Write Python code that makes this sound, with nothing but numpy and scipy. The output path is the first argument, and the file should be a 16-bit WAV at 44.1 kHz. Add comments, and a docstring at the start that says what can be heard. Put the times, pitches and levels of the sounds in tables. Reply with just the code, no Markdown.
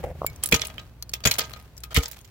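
"""A steel spud bar chops three times into solid lake ice, close to the microphone.
Each blow layers filtered grain bursts for the cracks, low sine thumps and decaying modes for the ice sheet,
and a fluttering modal ring for the bar. Chunks crunch as more grain bursts, chips clink as glassy modes and
fine crumbs patter as pulsed noise. A noise scuff and a few dull modal knocks come first; far off, an engine
of wavering harmonics drones over the filtered noise of the open air."""
import sys
import numpy as np
from scipy import signal
from scipy.fft import rfft, irfft, next_fast_len
from scipy.io import wavfile

SR = 44100
rng = np.random.default_rng(int(sys.argv[2]) if len(sys.argv) > 2 else 0)


def to_wav(s):
    """Save 16-bit WAV."""
    ch = np.atleast_2d(s).T  # columns
    pcm = np.round(np.clip(ch, -1, 1) * 32767)  # PCM
    wavfile.write(sys.argv[1], SR, pcm.astype(np.int16))


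N = 101429

# In every table, levels are relative mix levels, t60 is the time to fall 60 dB,
# and pan is the level of left over right.

# Open-air rumble and hiss. Each row: frequency in Hz, density in dB per Hz.
AIR_COLOUR = [(25, 6), (60, 23.5), (140, 17.5), (250, 7.5), (600, 2.5), (1500, -5.5), (4000, -13.5),
              (9500, -22), (15000, -17)]
# Swell of the open air. Each row: time in seconds, level in dB.
AIR_LEVEL = [(0, -34), (.06, -53.5), (.2, -40), (.4, -42.5), (.75, -42), (.95, -49.5), (1.5, -43.5),
             (1.75, -48.5), (2.3, -50.5)]
# Cycle rate of the distant three-cylinder engine. Each row: time in seconds, rate in Hz.
ENGINE_RATE = [(0, 25), (.12, 26.5), (.4, 24.5), (.7, 19.5), (1, 19), (1.3, 22), (2.3, 19)]
# Swell of the engine. Each row: time in seconds, level in dB.
ENGINE_LEVEL = [(0, -39.5), (.25, -41), (.45, -48.5), (.75, -54.5), (.92, -49), (1.1, -45), (1.55, -49),
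                (1.7, -57), (1.85, -45), (2.3, -55)]
# Engine harmonics. Each row: multiple of the cycle rate, mean level in dB.
ENGINE_HARMONICS = [(2, -23.5), (3, -2.5), (4, -23.5), (5, -13), (6, -8.5), (7, -26), (9, -36), (13, -48)]

# A scuff on snow. Each row: start in seconds, hold in seconds, level in dB.
SCUFFS = [(.030, 0.019, -30.5), (0.037, 0.0035, -20.5), (0.058, 0.055, -33.5), (0.15, 0.0059, -41)]
# Muffled tone of the scuff. Each row: frequency in Hz, density in dB per Hz.
SCUFF_COLOUR = [(60, 6), (330, -7.5), (530, 6), (880, -8), (1200, -22), (2100, -19.5), (4000, -36.5),
                (16000, -38)]
# Dull knocks close to the microphone. Each row: start in seconds, level in dB.
KNOCKS = [(0.2163, -7), (0.2305, -16), (0.2444, -6)]
# Modes of a knock before its low-pass. Each row: frequency in Hz, level in dB, t60 in seconds.
KNOCK_MODES = [(620, 0.73, 0.0093), (1085, 0.0065, 0.0078)]

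# Small chips clink on the ice. Each row: start in seconds, level in dB, pitch factor set by size, pan in dB.
CHIPS = [(.299, -38.5, 0.5, 0), (.331, -48, .6, 0), (.360, -38, 0.77, -3), (0.4367, -11.5, 1, -3),
         (0.4587, -16.5, 1, -9.5), (0.4725, -31.5, 1, 20), (0.4882, -23, 1.8, -11), (0.513, -21.5, 1.5, 0),
         (.609, -36, 1.3, 0), (0.6696, -24, 1, 4), (1.0245, -23.5, 0.59, 3.5), (1.093, -28, 0.61, 0.5),
         (1.3865, -20.5, 1.04, -12.5), (1.498, -44, 1.5, 4), (1.5327, -44.5, 1.5, 20.5),
         (1.574, -47, 1.7, -1), (1.625, -50, 1.25, -6), (1.767, -44, 0.71, 10), (1.778, -32, 0.69, 3.5),
         (1.804, -42.5, 0.93, 5), (1.9444, -19.5, 1.25, -5), (2.081, -23, 2.1, -2), (2.165, -46.5, 1, 2),
         (2.212, -43.5, 0.84, 6)]
# Modes of a chip at pitch factor 1. Each row: frequency in Hz, level in dB, t60 in seconds.
CHIP_MODES = [(7210, -13.5, 0.046), (8160, -1, 0.016), (10340, -5, 0.023), (10370, -14, 0.0052),
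              (12800, -6.5, 0.0067), (14300, -51.5, 0.021)]
# Modes of one thin shard. Each row: frequency in Hz, level in dB, t60 in seconds.
SHARD_MODES = [(2240, -14.5, 0.13), (4890, -18, 0.042), (5460, -44, .03), (7340, -11, 0.052),
               (9600, -19, .015), (10960, -20, 0.042), (14500, 7.5, 0.0097), (15400, -10, 0.012)]
# Crisp tick of a landing chip. Each row: frequency in Hz, density in dB per Hz.
TICK_COLOUR = [(200, -23.5), (1200, -8), (3000, -7.5), (4500, -5.5), (8000, -7), (16000, -1.5)]

# Three blows and one rebound ring the sheet and throw fine spray.
# Each row: time in seconds, sheet ring in dB, spray level in dB, spray t60 in seconds.
BLOWS = [(.527, -22, -39, 0.76), (1.256, -29, -32.5, 0.52), (1.386, -35.5, -43, 0.89),
         (1.973, -23.5, -42, 0.87)]
# Tone of the falling crumbs. Each row: frequency in Hz, density in dB per Hz.
SPRAY_COLOUR = [(100, -5), (500, 3), (1100, 8), (2500, 5), (5000, 0.5), (9500, -6.5), (13500, -3.5),
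                (16000, -8)]
# The ice sheet gives under the blade. Each row: start in seconds, pitch in Hz, level in dB, t60 in seconds.
THUMPS = [(0.5306, 157, -6, 0.009), (0.538, 67, -14.5, 0.042), (1.256, 210, -20, 0.077),
          (1.272, 106, -29.5, 0.18), (1.9713, 97.2, -8, 0.033), (1.982, 61, -11.5, 0.046)]
# Modes of the ice sheet. Each row: frequency in Hz, level in dB, t60 in seconds.
SHEET_MODES = [(277, -1, .13), (323, 3.5, 0.03), (447, 1.5, 0.11), (468.8, -6.5, 0.22)]

# Loose chunks crunch and land. Each row: start in seconds, hold in seconds, level in dB,
# low mids, presence and treble in dB, resonance of the chunk in Hz, pan in dB.
CHUNKS = [(0.4275, 0.021, -40.5, -0.5, 0.0, 1, 3170, 2.5), (0.5945, 0.0021, -28.5, -4.5, -2, -10, 4500, -9),
          (0.614, 0.0037, -36, -11, -5, -4.0, 4130, -12), (0.6175, 0.001, -14.5, -14, -6, -8, 3450, 3),
          (0.637, 0.0014, -29.5, 11, -11, -8.0, 3000, 0), (0.649, 0.0082, -33.5, -36, -5, 7, 6370.0, 1.5),
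          (0.699, 0.0034, -41, -3, -13, -14, 3280, 3), (0.781, 0.0017, -32, -10.5, -25, -12, 3140, -0.5),
          (0.792, 0.0079, -42, 4.5, -0.5, -2, 3900, -2), (1.115, 0.0025, -49.5, 8.5, 5, 20, 8100, -7.5),
          (1.1348, 0.0051, -25, -5.5, -0.5, 9, 5500, 0), (1.204, 0.0018, -42, 6, -3.0, 12, 2720, -4.0),
          (1.2379, 0.0036, -30.0, -6.0, 1, -1, 4730, 0), (1.2985, 0.0011, -35, 4, -12, -14, 2370, -8),
          (1.311, 0.0059, -17, -5.0, 1.0, 11.5, 4200, -2), (1.3161, 0.0011, -21.5, -14, -20, 4, 3600, -1),
          (1.338, 0.007, -29.5, 3, 14, 16.5, 4200, 4), (1.383, 0.012, -20.5, 1.5, -2, 15, 3250, -1.5),
          (1.392, 0.0031, -20.0, 9.5, 16.5, 1.0, 4800, -0.5),
          (1.407, 0.013, -30.5, -0.0, -1, -14, 4400, -4), (1.439, 0.014, -39.5, -1, 1.5, -31, 3340, -1.5),
          (1.507, 0.0028, -41.5, 7, -8, 9, 2270, -4.0), (1.5358, 0.0011, -30.5, 7.5, 3.5, -28, 4120, 7.5),
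          (1.561, 0.01, -46.0, 8, -4.0, 2, 2320, -5), (1.835, 0.005, -31.5, 0.5, 3.5, 13.5, 5310, 0.5),
          (1.906, 0.027, -43, 9, -2, 7, 3150, 1), (2.006, 0.0017, -34, -11, -13, -12, 2300, -2.0),
          (2.025, 0.018, -41.5, 8, 14, 17, 3470, 16), (2.0318, 0.0046, -31.5, 5, 5.5, 13, 3600, -10),
          (2.057, 0.0024, -26, 2, 9, 5, 5160.0, 1.5), (2.113, 0.0018, -35.5, -2, 9.5, 26.5, 7000, -15.5),
          (2.119, 0.0015, -38, -32, 9, 18, 6900.0, 4), (2.13, 0.013, -52.5, -1, 14, 21, 7860, 6),
          (2.188, 0.0025, -45, -14, 0.0, 15.5, 3300, -1.0), (2.245, 0.0077, -48, -2.5, 2.5, 12, 7080, -3.5)]
# Base tone of a chunk. Each row: frequency in Hz, density in dB per Hz.
CHUNK_COLOUR = [(100, -13.5), (450, -2), (1400, -0.5), (2400, -1), (4500, 0.5), (7500, -3.5), (9500, -22.5),
                (13000, -16), (16000, -16.5)]
# The blade cracks the ice. Each row: start in seconds, hold in seconds, level in dB,
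# low mids, presence and treble in dB, resonance of the broken piece in Hz, pan in dB.
CRACKS = [(0.52, 0.0051, -28, 4, -3, 4.5, 2360, -16), (0.5232, 0.0018, -10, -8.5, -6.5, -3, 2400, -1.5),
          (0.5422, 0.0033, -13.5, 8.5, 15.5, 9.5, 3000, 0.5),
          (0.546, 0.00071, -13.5, -7, -4, 3.0, 2950, -3), (0.56, 0.0033, -24, -0.5, 6, 0, 6250, 4.5),
          (1.25, 0.0013, -59, 19, -40, -38, 3430, -18), (1.2522, 0.0052, -12.5, -6, -1.5, -1, 3440, 3.5),
          (1.2585, 0.0074, -21.5, 13, -3, 17.5, 4630, -7.5),
          (1.2715, 0.0018, -12, 0.5, 5.5, 3.0, 6770, 0.5), (1.2767, 0.004, -34, 9, 7.5, 2, 7600, 11),
          (1.947, 0.012, -27.5, -14, -7.5, -3, 2030, 6.5), (1.9631, 0.0025, -16, -13, -9, -3, 1977, -6),
          (1.9684, 0.0022, -12.5, 1.5, -0.5, 4, 3060, 1), (1.983, 0.0045, -23.5, 19, 17.5, 16, 3130.0, -2)]
# Base tone of a crack. Each row: frequency in Hz, density in dB per Hz.
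CRACK_COLOUR = [(100, 8), (400, -6.5), (1500, -3.5), (2300, -4.5), (3300, -6.5), (4500, -7), (7000, -7.5),
                (9500, -23), (13000, -14.5), (16000, -23)]
# Modes of the steel bar. Each row: frequency in Hz, level in dB, t60 in seconds.
BAR_MODES = [(631.3, -0.5, 0.4), (928, 10, 0.13), (1070, -4, 0.13), (1247, 4.5, 0.23), (1593, -4, 0.31),
             (1838, -7.5, 0.15), (2068, -0.5, .16), (2400, 2, 0.11), (2985, -15.5, 0.38), (2940, -14, 0.05),
             (3336, 4.5, 0.094), (3940, -7.5, 0.18), (4620, -12.5, 0.21), (5980, -9, .15), (6560, -11, .13),
             (6660, -10.5, .13)]
# Tone of the scatter through the ice. Each row: frequency in Hz, density in dB per Hz.
TAIL_COLOUR = [(60, 0.5), (250, 1), (1000, -4), (2500, 2.5), (6000, -8.5), (16000, -0.5)]

T = np.arange(N) / SR
SHORT = T[:8192]  # time axis of one event, in seconds
ATTACK_S, FRACTURE_ATTACK_S, KNOCK_ATTACK_S = 0.00044, 0.00055, 0.0018
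CRACK_T60_S, CHUNK_T60_S, SCUFF_T60_S, CHIP_T60_S = 0.027, 0.0095, 0.068, 0.028
GRAIN_DB, SPRAY_GRAIN_DB = 7.5, 4  # spread of grain strengths
SHARD_S, SHARD_DB, CHIP_CRACK_DB = .2645, -16, -4.5
PIECE_DB, PIECE_WIDTH_HZ, FRACTURE_LIFT_DB = 10.5, 73, 0.5
BAR_DB, CHUNK_BAR_DB, TAIL_DB, TAIL_T60_S = -18.5, -13.5, -4, 0.078
CHATTER, CHATTER_HZ = 1.3, 110  # depth of the bar's flutter, random points per second
SPRAY_DELAY_S, CRUMBS_PER_S, CRUMB_SPREAD_DB = 0.011, 83, 4.5
CRUMB_S = 0.00064  # time constant of a crumb's power
PORT_LAG_S = .00009
APART_HZ, APART_SHARE, BASS_APART_SHARE = 1440, 0.7, 0.28  # stereo width of the grains
MODE_APART_HZ = 7000  # scales the phase spread of modes between the ports
KNOCK_TOP_HZ, RUMBLE_CUT_HZ, TOP_HZ = 1294, 30, 15900


def undb(db):
    """Decibels to gain."""
    return 10 ** (np.asarray(db) / 20)


def unit(x):
    """Scale to an rms of 1."""
    return x / np.sqrt(np.mean(x ** 2))


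def fade(t, t60):
    """Exponential decay that starts at t = 0."""
    return np.exp(-np.log(1000) * np.maximum(t, 0) / t60)


def rise(attack):
    """Straight fade-in of a short event."""
    return np.minimum(SHORT / attack, 1)


def add(out, start, x, pan_db=0):
    """Mix a sound in at its time and side."""
    i = int(start * SR)
    sides = undb(np.array([[pan_db], [-pan_db]]) / 2)
    out[:, i:i + x.shape[-1]] += (x * sides)[:, :N - i]


def colour(x, points):
    """Causal minimum-phase filter of unit power through (Hz, dB) points."""
    n = 2 * next_fast_len(x.shape[-1])
    octave = np.log2(np.maximum(np.arange(n // 2 + 1) * SR / n, 1))
    hz, db = np.array(points).T
    gain = unit(undb(np.interp(octave, np.log2(hz), db)))
    # Folding the cepstrum forward puts the energy as early as possible.
    cepstrum = irfft(np.log(gain))
    cepstrum[1:n // 2] *= 2
    cepstrum[n // 2 + 1:] = 0
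    return irfft(rfft(x, n) * np.exp(rfft(cepstrum)))[..., :x.shape[-1]]


def grains(size, spread_db):
    """Dense clicks of uneven strength at two ports: alike in the bass, partly unrelated in the treble."""
    strength = undb(spread_db * np.clip(rng.standard_normal(size), -3, 3))
    common, apart = rng.standard_normal((2, size)) * strength
    highpass = signal.butter(2, APART_HZ, "high", fs=SR, output="sos")
    apart = BASS_APART_SHARE * apart + APART_SHARE * signal.sosfilt(highpass, apart)
    return unit(np.array([common + apart, common - apart]))


def burst(length, t60, attack):
    """A run of tiny clicks that rises, holds until its length is up, then dies away."""
    return grains(len(SHORT), GRAIN_DB) * rise(attack) * fade(SHORT - length, t60)


def ring(modes, t, factor=1):
    """Decaying modes that start together; the higher ones differ more in phase between the ports."""
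    offsets = rng.standard_normal((len(modes), 1, 1)) * np.array([[1], [-1]])
    total = 0
    for (hz, db, t60), offset in zip(modes, offsets):
        pitch = hz * factor
        phase = offset * min(hz / MODE_APART_HZ, .5)
        audible = pitch < SR / 2
        total = total + undb(db) * audible * fade(t, t60) * np.cos(2 * np.pi * pitch * t + phase)
    return total


def through(x, response):
    """Pass a sound through a response of unit energy."""
    response = unit(response) / np.sqrt(response.shape[-1])
    return signal.fftconvolve(x, response, axes=-1)[:, :N]


def curve(rows):
    """Straight lines through (seconds, value) points."""
    return np.interp(T, *np.array(rows).T)


def waver():
    """Slow random drift."""
    return np.interp(T, np.linspace(0, T[-1], 40), rng.standard_normal(40))


def far_engine():
    """Harmonics of the cycle rate, each wavering a little in level and phase, drone unevenly."""
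    phase = 2 * np.pi * np.cumsum(curve(ENGINE_RATE)) / SR
    engine = np.zeros(N)
    for multiple, db in ENGINE_HARMONICS:
        level = undb(db + 0.83 * waver())
        engine += level * np.sin(round(multiple) * phase + 0.1 * waver())
    return unit(engine) * undb(curve(ENGINE_LEVEL))


def open_air():
    """Filtered noise makes low rumble and faint hiss that swell and sink."""
    return colour(grains(N, 0), AIR_COLOUR) * undb(curve(AIR_LEVEL))


def handling():
    """A muffled scuff of filtered grains, and knocks of short modes dulled by a steep low-pass."""
    out = np.zeros((2, N))
    for start, length, db in SCUFFS:
        scuff = colour(burst(length, SCUFF_T60_S, ATTACK_S), SCUFF_COLOUR)
        add(out, start, undb(db) * scuff)
    knock = rise(KNOCK_ATTACK_S) * ring(KNOCK_MODES, SHORT)
    knock = signal.sosfilt(signal.butter(9, KNOCK_TOP_HZ, fs=SR, output="sos"), knock)
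    for start, db in KNOCKS:
        add(out, start, undb(db) * knock)
    return out


def clink(modes, factor=1):
    """A glassy ring of modes topped with a crisp tick of grains."""
    tick = colour(burst(0, CHIP_T60_S, ATTACK_S), TICK_COLOUR)
    return rise(ATTACK_S) * ring(modes, SHORT, factor) + undb(CHIP_CRACK_DB) * tick


def chips():
    """One thin shard rings, and chips land with a pitch set by their size."""
    out = np.zeros((2, N))
    add(out, SHARD_S, undb(SHARD_DB) * clink(SHARD_MODES))
    for start, db, factor, pan in CHIPS:
        add(out, start, undb(db) * clink(CHIP_MODES, factor), pan)
    return out


def spray():
    """Fine crumbs, noise pulsed by random landings, patter down after each blow and fade."""
    out = np.zeros((2, N))
    for start, _, db, t60 in BLOWS:
        landed = rng.random(N) < CRUMBS_PER_S / SR
        power = undb(CRUMB_SPREAD_DB * rng.standard_normal(N).clip(-2, 2)) ** 2
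        pulses = signal.lfilter([1], [1, -np.exp(-1 / (CRUMB_S * SR))], landed * power)
        patter = unit(np.sqrt(pulses) + 0.22)  # a steady floor between the crumbs
        crumbs = grains(N, SPRAY_GRAIN_DB) * patter * fade(T, t60)
        add(out, start + SPRAY_DELAY_S, undb(db) * colour(crumbs, SPRAY_COLOUR))
    return out


def ice_sheet():
    """A heavily damped low swing that builds for just over half a cycle, and a short hollow ring."""
    out = np.zeros((2, N))
    for start, hz, db, t60 in THUMPS:
        peak_s = 0.59 / hz
        swing = np.sin(2 * np.pi * hz * SHORT) * rise(peak_s) * fade(SHORT - peak_s, t60)
        add(out, start, undb(db) * swing)
    for start, db, _, _ in BLOWS:
        add(out, start, undb(db) * rise(0.0023) * ring(SHEET_MODES, SHORT))
    return out


def fractures(rows, spectrum, t60):
    """Bursts of breaking ice, each with its own tone and the resonance of its piece."""
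    out = np.zeros((2, N))
    hz, base = np.array(spectrum).T
    for start, length, db, low, presence, treble, piece_hz, pan in rows:
        shade = np.interp(hz, [1400, 2200, 3500, 5000, 7500, 9500],
                          [low, 0, 0, presence, presence, treble])
        x = colour(burst(length, t60, FRACTURE_ATTACK_S), np.c_[hz, base + shade])
        piece = signal.lfilter(*signal.iirpeak(piece_hz, piece_hz / PIECE_WIDTH_HZ, fs=SR), x)
        resonant = x + (undb(PIECE_DB) - 1) * piece
        add(out, start, undb(db + FRACTURE_LIFT_DB) * resonant, pan)
    return out


def bar_response():
    """The bar chatters against the ice, so each mode flutters as it dies away."""
    t = T[:N // 4]
    total = 0
    for mode in BAR_MODES:
        flutter = 1 + CHATTER * np.interp(t * CHATTER_HZ, np.arange(400), rng.standard_normal(400))
        total = total + ring([mode], t) * flutter
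    return total


def chopping():
    """Cracks and chunks ring the bar and scatter briefly through the ice."""
    cracks = fractures(CRACKS, CRACK_COLOUR, CRACK_T60_S)
    chunks = fractures(CHUNKS, CHUNK_COLOUR, CHUNK_T60_S)
    bar = through(undb(BAR_DB) * cracks + undb(CHUNK_BAR_DB) * chunks, bar_response())
    scatter = colour(grains(len(SHORT), 0) * fade(SHORT, TAIL_T60_S), TAIL_COLOUR)
    tail = through(cracks + chunks, scatter)
    return cracks + chunks + bar + undb(TAIL_DB) * tail


def scene():
    """The ice and bar reach the left port a moment after the right; the other sounds have no such lag."""
    left, right = chips() + spray() + ice_sheet() + chopping()
    late_left = np.roll(left, int(round(PORT_LAG_S * SR)))
    return far_engine() + open_air() + handling() + np.array([late_left, right])


def record(dry):
    """The recorder thins the deepest bass, clips the highest peaks and cuts the top."""
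    thinned = signal.sosfilt(signal.butter(2, RUMBLE_CUT_HZ, "high", fs=SR, output="sos"), dry)
    clipped = np.clip(thinned, -.95, .95)
    return signal.sosfilt(signal.ellip(10, .2, 80, TOP_HZ, fs=SR, output="sos"), clipped)


dry = scene()
out = record(dry)
to_wav(out)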